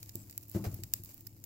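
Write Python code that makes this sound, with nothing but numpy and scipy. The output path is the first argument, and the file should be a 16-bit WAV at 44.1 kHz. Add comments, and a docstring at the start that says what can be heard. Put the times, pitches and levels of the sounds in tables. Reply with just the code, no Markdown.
"""Kindling snaps in the open firebox of a wood stove, heard from close by: broadband bursts with a noisy decay.
Random tiny bursts make the fine crackle, grainy noise the thin sizzle, a narrow noise band a short gas whistle.
The draught hums as noise shaped by low resonances of the firebox.
Soft knocks excite decaying low modes and a dull rattle; a stick scrapes in brief strokes of tiny slips."""
import sys
import numpy as np
from scipy import signal
from scipy.fft import rfft, irfft, next_fast_len
from scipy.io import wavfile

SR = 44100
rng = np.random.default_rng(int(sys.argv[2]) if len(sys.argv) > 2 else 0)


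def master(y):
    """Save y as 16-bit WAV."""
    cut = np.clip(np.atleast_2d(y).T, -1, 1)
    pcm = np.round(cut * 32767)  # scale
    wavfile.write(sys.argv[1], SR, pcm.astype(np.int16))


N = 63945
TIME = np.arange(N) / SR  # [s]
SNAP_RISE_S = 0.00009
LOW_PAN_DB = 2.26  # positive pans favour the left


def from_db(db):
    """Logarithmic levels: 20 dB is a factor of ten in amplitude."""
    return 10 ** (np.asarray(db) / 20)


def rms_one(x):
    """Power normalisation: scale to unit rms over all channels together."""
    return x / np.sqrt(np.mean(x ** 2) + 1e-20)


def unit_energy(x):
    """Energy normalisation: scale each channel to a unit sum of squares."""
    return x / np.sqrt(np.sum(x ** 2, axis=-1, keepdims=True) + 1e-20)


def pan(db):
    """Interaural level difference: left over right, split evenly between the two gains."""
    return from_db(np.array([[.5], [-.5]]) * db)


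def colour(x, points):
    """Minimum-phase filtering: the folded cepstrum of a (frequency [Hz], gain [dB]) curve is causal."""
    size = next_fast_len(2 * N) // 2 * 2
    hz, db = np.transpose(points)
    bins_hz = np.arange(size // 2 + 1) * SR / size
    curve_db = np.interp(np.log(bins_hz + 1), np.log(hz), db)
    cepstrum = irfft(np.log(from_db(curve_db)))
    cepstrum[1:size // 2] *= 2
    cepstrum[size // 2 + 1:] = 0
    response = np.exp(rfft(cepstrum))
    return irfft(rfft(x, size) * response)[..., :N]


def at_ears(x, left, right):
    """Interaural spectral difference: each side has its own colour."""
    return np.array([colour(x[0], left), colour(x[1], right)])


def convolve(x, response):
    """Linear superposition: every sample of x starts a scaled copy of the impulse response."""
    return signal.fftconvolve(np.atleast_2d(x), np.atleast_2d(response), axes=-1)[:, :N]


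def drift(rate):
    """Low-passed noise: two equal poles at the rate [Hz] give a random signal of unit rms."""
    pole = np.exp(-2 * np.pi * rate / SR)
    slow = signal.lfilter([1], [1, -2 * pole, pole * pole], rng.standard_normal(2 * N))
    return rms_one(slow[N:])  # the first half lets the filter settle


def wide_noise(side_db):
    """Mid-side stereo: the level of the opposed part sets the width of white noise."""
    mid, side = rng.standard_normal((2, N))
    return mid + from_db(side_db) * np.array([side, -side])


def add(out, s, sound):
    """Superposition in time: mix a short sound in at s seconds."""
    start = int(np.clip(s * SR, 0, N - 1))
    out[..., start:start + sound.shape[-1]] += sound[..., :N - start]


def fracture(splinter_ms, size=1024):
    """Impulsive release: a flat-spectrum crack, then a decaying spray of splintering and near reflections."""
    splinter_db = 3
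    t = TIME[:size]
    crack = unit_energy(rng.standard_normal(size) * t * np.exp(-t / SNAP_RISE_S))
    crack = irfft(np.exp(1j * np.angle(rfft(crack))))  # keep the phase, flatten the spectrum
    envelope = (1 - np.exp(-t / SNAP_RISE_S)) * np.exp(-t * 1000 / splinter_ms)
    spray = unit_energy(rng.standard_normal((2, size)) * envelope)
    first_half = t < t[-1] / 2
    return unit_energy(crack * first_half + from_db(splinter_db) * spray)


def crackle(spots=6):
    """Random shot process: countless tiny bursts, each spot in the embers with its own waveform."""
    bursts_per_s, least_db, spread_db = 320, -44, 3
    out = 0
    for _ in range(spots):
        sizes = from_db(least_db + spread_db * np.minimum(rng.exponential(1, N), 3))
        strikes = rng.random(N) < bursts_per_s / spots / SR
        out = out + convolve(sizes * strikes, fracture(splinter_ms=1.0))
    return out


def firebox(x):
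    """Diffuse reverberation: the walls return a faint wash; interaural delay makes the right side later."""
    echo_db, echo_t60_s, echo_rise_s, right_lag_s = -21.5, 0.25, 0.024, 0.0001
    swell = 1 - np.exp(-TIME / echo_rise_s)
    decay = from_db(-60 * TIME / echo_t60_s)
    wash = unit_energy(rng.standard_normal((2, N)) * swell * decay)
    x = x + from_db(echo_db) * convolve(x, wash)
    # a linear phase delays by a fraction of a sample
    delay = np.exp(-1j * np.pi * np.arange(N + 1) / N * right_lag_s * SR)
    late = irfft(rfft(x[1], 2 * N) * delay)
    return np.array([x[0], late[:N]])


def sizzle(grain_db=2.5):
    """Amplitude-modulated noise: sap boils out of the wood as a fine, grainy hiss."""
    # course of the hiss: (time [s], level [dB])
    hiss_level = [(0, -55.5), (.13, -59), (.19, -53), (.27, -60), (.36, -58), (.47, -62.5), (.53, -53),
                  (.56, -52), (.62, -55.5), (.73, -53.5), (.8, -56.5), (.91, -60.5), (.965, -51.5),
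                  (1.01, -62), (1.065, -58), (1.095, -51.5), (1.15, -58), (1.33, -63), (1.45, -62.5)]
    # spectrum of the hiss at each ear: (frequency [Hz], gain [dB])
    hiss_left = [(600, -7.5), (1100, -12), (1800, -22), (2750, -17), (3500, -17), (5200, -12), (6400, -7.5),
                 (7300, -1.5), (8800, -17), (11000, -6.5), (13500, -7), (15500, -1.5)]
    hiss_right = [(600, -11.5), (1400, -15), (2500, -9.5), (3500, -18), (5100, -7), (6600, -17),
                  (8000, -12), (9200, -13), (11500, -9), (13500, 0.5), (15500, -13)]
    fizz = rng.standard_normal((2, N)) * from_db(grain_db * drift(210))
    level_db = np.interp(TIME, *np.transpose(hiss_level))
    return rms_one(at_ears(fizz, hiss_left, hiss_right)) * from_db(level_db)


def draught():
    """Resonant filtering: moving air hums in the low resonances of the firebox."""
    # relative spectrum of the hum: (frequency [Hz], spectral density [dB per Hz])
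    resonances = [(20, -14), (45, -13.5), (75, -8.5), (102, 3.5), (135, -7.5), (165, -13.5), (195, -10.5),
                  (250, -15.5), (318, -10.5), (400, -26.5), (700, -32), (1300, -48), (3000, -58)]
    level_db, side_db = -56.5, -17.5
    return from_db(level_db) * rms_one(colour(wide_noise(side_db), resonances))


def snaps():
    """Sudden pressure release: gas pockets burst, each with its own share of body below the treble."""
    # bursts: (time [s], relative level [dB], body gain [dB], splintering time constant [ms], pan [dB])
    bursts = [(0.0293, -35.5, 3, 2.7, -0.5), (0.0604, -47, 2, 0.78, 3), (.0930, -42.5, 12, 2.7, -3),
              (0.145, -61, 0, 1, 1), (0.1554, -26, -20.5, 0.27, -0.5), (0.2972, -46, 11.5, 3.6, -2),
              (.3099, -39.5, -2, .7, -3), (0.3264, -52, 13.5, 3.6, -4), (0.3779, -22.5, -6.5, 1.35, -2),
              (.4111, -49, 2, 0.72, -5), (0.4291, -47, 2.5, 0.99, -7.5), (0.4337, -43.5, -0.5, 1.9, 1),
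              (.4831, -44, -15, 0.28, 3), (0.4973, -33, -30, 0.32, 2), (.5142, -39, -8, 1.2, -12),
              (0.564, -41.5, -27, 0.89, 11), (0.643, -41.5, 5.5, 1.4, -9), (0.7431, -31.5, -8, 3.9, -3),
              (0.8357, -35.5, 12, 3.05, -2), (0.937, -16, 2.5, 1.57, 1.5), (1.0361, -33.5, -15, 1.3, 0),
              (1.0480, -36, -16, 1.7, -3), (1.0581, -43, 2, 3, 0.5), (1.1432, -38, -18, 0.67, -7),
              (1.1785, -47.5, -5, 1.6, -10), (1.2082, -42.5, -3.5, 0.8, -2), (1.2678, -36.5, -5, 0.48, -3),
              (1.2705, -34.5, -5, 0.96, -12), (1.44, -31.5, -4, 1.8, 1.5)]
    raise_db, body_hz = 20.5, 8900
    out = np.zeros((2, N))
    low = signal.butter(2, body_hz, fs=SR, output="sos")
    high = signal.butter(2, body_hz, "high", fs=SR, output="sos")
    for s, db, body_db, splinter_ms, pan_db in bursts:
        burst = fracture(splinter_ms)
        body = from_db(body_db) * signal.sosfilt(low, burst)
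        burst = body - signal.sosfilt(high, burst)  # the minus sign aligns the bands at the crossover
        add(out, s, from_db(db + raise_db) * pan(pan_db) * burst)
    return out


def jet(pan_db=5):
    """Narrow-band resonance: gas escapes through a crack with a faint, breathy whistle."""
    start_s, length_s, level_db = 0.14, 0.098, -61.5
    pitch_hz, width_hz = 7610, 200
    b, a = signal.iirpeak(pitch_hz, pitch_hz / width_hz, fs=SR)
    whistle = rms_one(signal.lfilter(b, a, rng.standard_normal((2, N))))
    progress = np.clip((TIME - start_s) / length_s, 0, 1)
    swell = np.sqrt(np.abs(np.sin(np.pi * progress)))
    return from_db(level_db) * pan(pan_db) * swell * whistle


def knocks(side_db=-17, size=2048):
    """Modal excitation: soft pushes ring the stove's damped modes and leave a dull rattle."""
    # pushes on the stove: (time [s], relative level [dB], contact time scale [ms])
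    contacts = [(0.153, -42.5, 1.94), (.5485, -32, 2.2), (0.5584, -30, 1.87), (.5640, -33, 1.58),
                (0.6503, -53, .6), (.6660, -26, 7.4), (0.734, -33.5, 10.3), (0.791, -49, 1.6),
                (.8200, -39, 6.6), (.9400, -51, 3.9), (.9980, -46.5, 4.04)]
    # modes of the stove: (frequency [Hz], relative level [dB], 60 dB decay time [s])
    stove_modes = [(69.65, -12, 0.88), (100.2, -1, 0.3), (116.04, -6, 0.51), (155.5, -2, 0.12),
                   (185.2, 3, 0.05), (198.6, -13, 0.64), (242, -13.5, 0.11), (279, -14, 0.73),
                   (323, -12, 0.37), (339, 2.5, 0.054), (443, -17, .06), (574, -13, 0.081),
                   (690, -35, 0.042), (830, -44, 0.091), (1170, -41, .09)]
    # spectrum of the dull rattle: (frequency [Hz], gain [dB])
    rattle_colour = [(30, -25.5), (70, 0.5), (170, -6), (340, -7), (500, -21.5), (800, -15.5), (1500, -19),
                     (4000, -58.5)]
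    rattle_db, rattle_t60_s, low_cut_hz = 26, 0.49, 99.5
    pushes = np.zeros(N)
    for s, db, contact_ms in contacts:
        t = TIME[:size] * 1000 / contact_ms
        push = t ** 3 * np.exp(-3 * np.pi * t)  # a longer contact excites less treble
        add(pushes, s, from_db(db) * push / push.sum())
    ringing = sum(from_db(db - 60 * TIME / t60) * np.sin(2 * np.pi * hz * TIME) for hz, db, t60 in stove_modes)
    rattle = colour(wide_noise(side_db), rattle_colour) * from_db(-60 * TIME / rattle_t60_s)
    response = ringing + from_db(rattle_db) * unit_energy(rattle)
    low_cut = signal.butter(2, low_cut_hz, "high", fs=SR, output="sos")
    return signal.sosfilt(low_cut, convolve(pushes, response))


def scrapes():
    """Stick-slip friction: bark drags over ash and iron in tiny slips, and loose ash trickles after it."""
    # strokes of the stick: (time [s], length [s], level [dB])
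    strokes = [(0.543, 0.025, -47.5), (0.639, 0.015, -46), (0.646, 0.0061, -48), (0.726, 0.0029, -64)]
    # spectrum of the slips: (frequency [Hz], gain [dB])
    slip_colour = [(200, -13), (440, 7), (520, 4.5), (680, 6), (1000, -8.5), (1280, -5), (1700, -10.5),
                   (2400, -11), (3300, -18), (5000, -13), (7500, -15), (9500, -21.5), (13000, -14.5),
                   (16000, -16.5)]
    rise_s, fall_s, tail_db, tail_s = 0.0019, 0.015, -17.5, 0.077
    slips_per_s, spread_db, side_db = 5000, 3.5, -2  # slip rate holds for mid and side each
    force = 0
    for s, length, db in strokes:
        after = np.maximum(TIME - s - length, 0)
        release = np.exp(-after / fall_s) + from_db(tail_db) * np.exp(-after / tail_s)
        onset = np.clip((TIME - s) / rise_s, 0, 1)
        force = force + from_db(db) * onset * release
    sizes = from_db(spread_db * np.minimum(rng.exponential(1, (2, N)), 3))
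    signs = rng.choice([-1, 1], (2, N))
    mid, side = sizes * signs * (rng.random((2, N)) < slips_per_s / SR)
    slips = mid + from_db(side_db) * np.array([side, -side])
    return force * rms_one(colour(slips, slip_colour))


def scene():
    """Superposition: the fire, the stove and the stick sound together."""
    # spectrum of the snaps and crackle at each ear: (frequency [Hz], gain [dB])
    snap_left = [(300, -24.5), (1000, -26), (1900, -21), (2750, -13), (3300, -20.5), (3800, -6),
                 (4300, -17.5), (4900, -9.5), (6200, -8), (7250, -2.5), (8300, -13.5), (9500, -13.5),
                 (11500, -9), (13500, -2), (15400, -1), (16500, 1.5)]
    snap_right = [(300, -12.5), (1000, -28), (1900, -14), (2550, -12.5), (3500, -21), (4500, -9.5),
                  (5500, -6), (6400, -31), (8100, -7), (9500, -23), (11200, -9.5), (12600, -2.5),
                  (14000, 0.5), (15400, 4), (16500, -7)]
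    fire = at_ears(firebox(crackle() + snaps()), snap_left, snap_right)
    stove = pan(LOW_PAN_DB) * (draught() + knocks())
    return fire + sizzle() + jet() + stove + scrapes()


def record(dry):
    """Band limitation: a steep elliptic low-pass removes the top above 15.8 kHz."""
    low_pass = signal.ellip(10, .2, 80, 15800, fs=SR, output="sos")  # ripple 0.2 dB, stopband 80 dB down
    return signal.sosfilt(low_pass, dry)


dry = scene()
out = record(dry)
master(out)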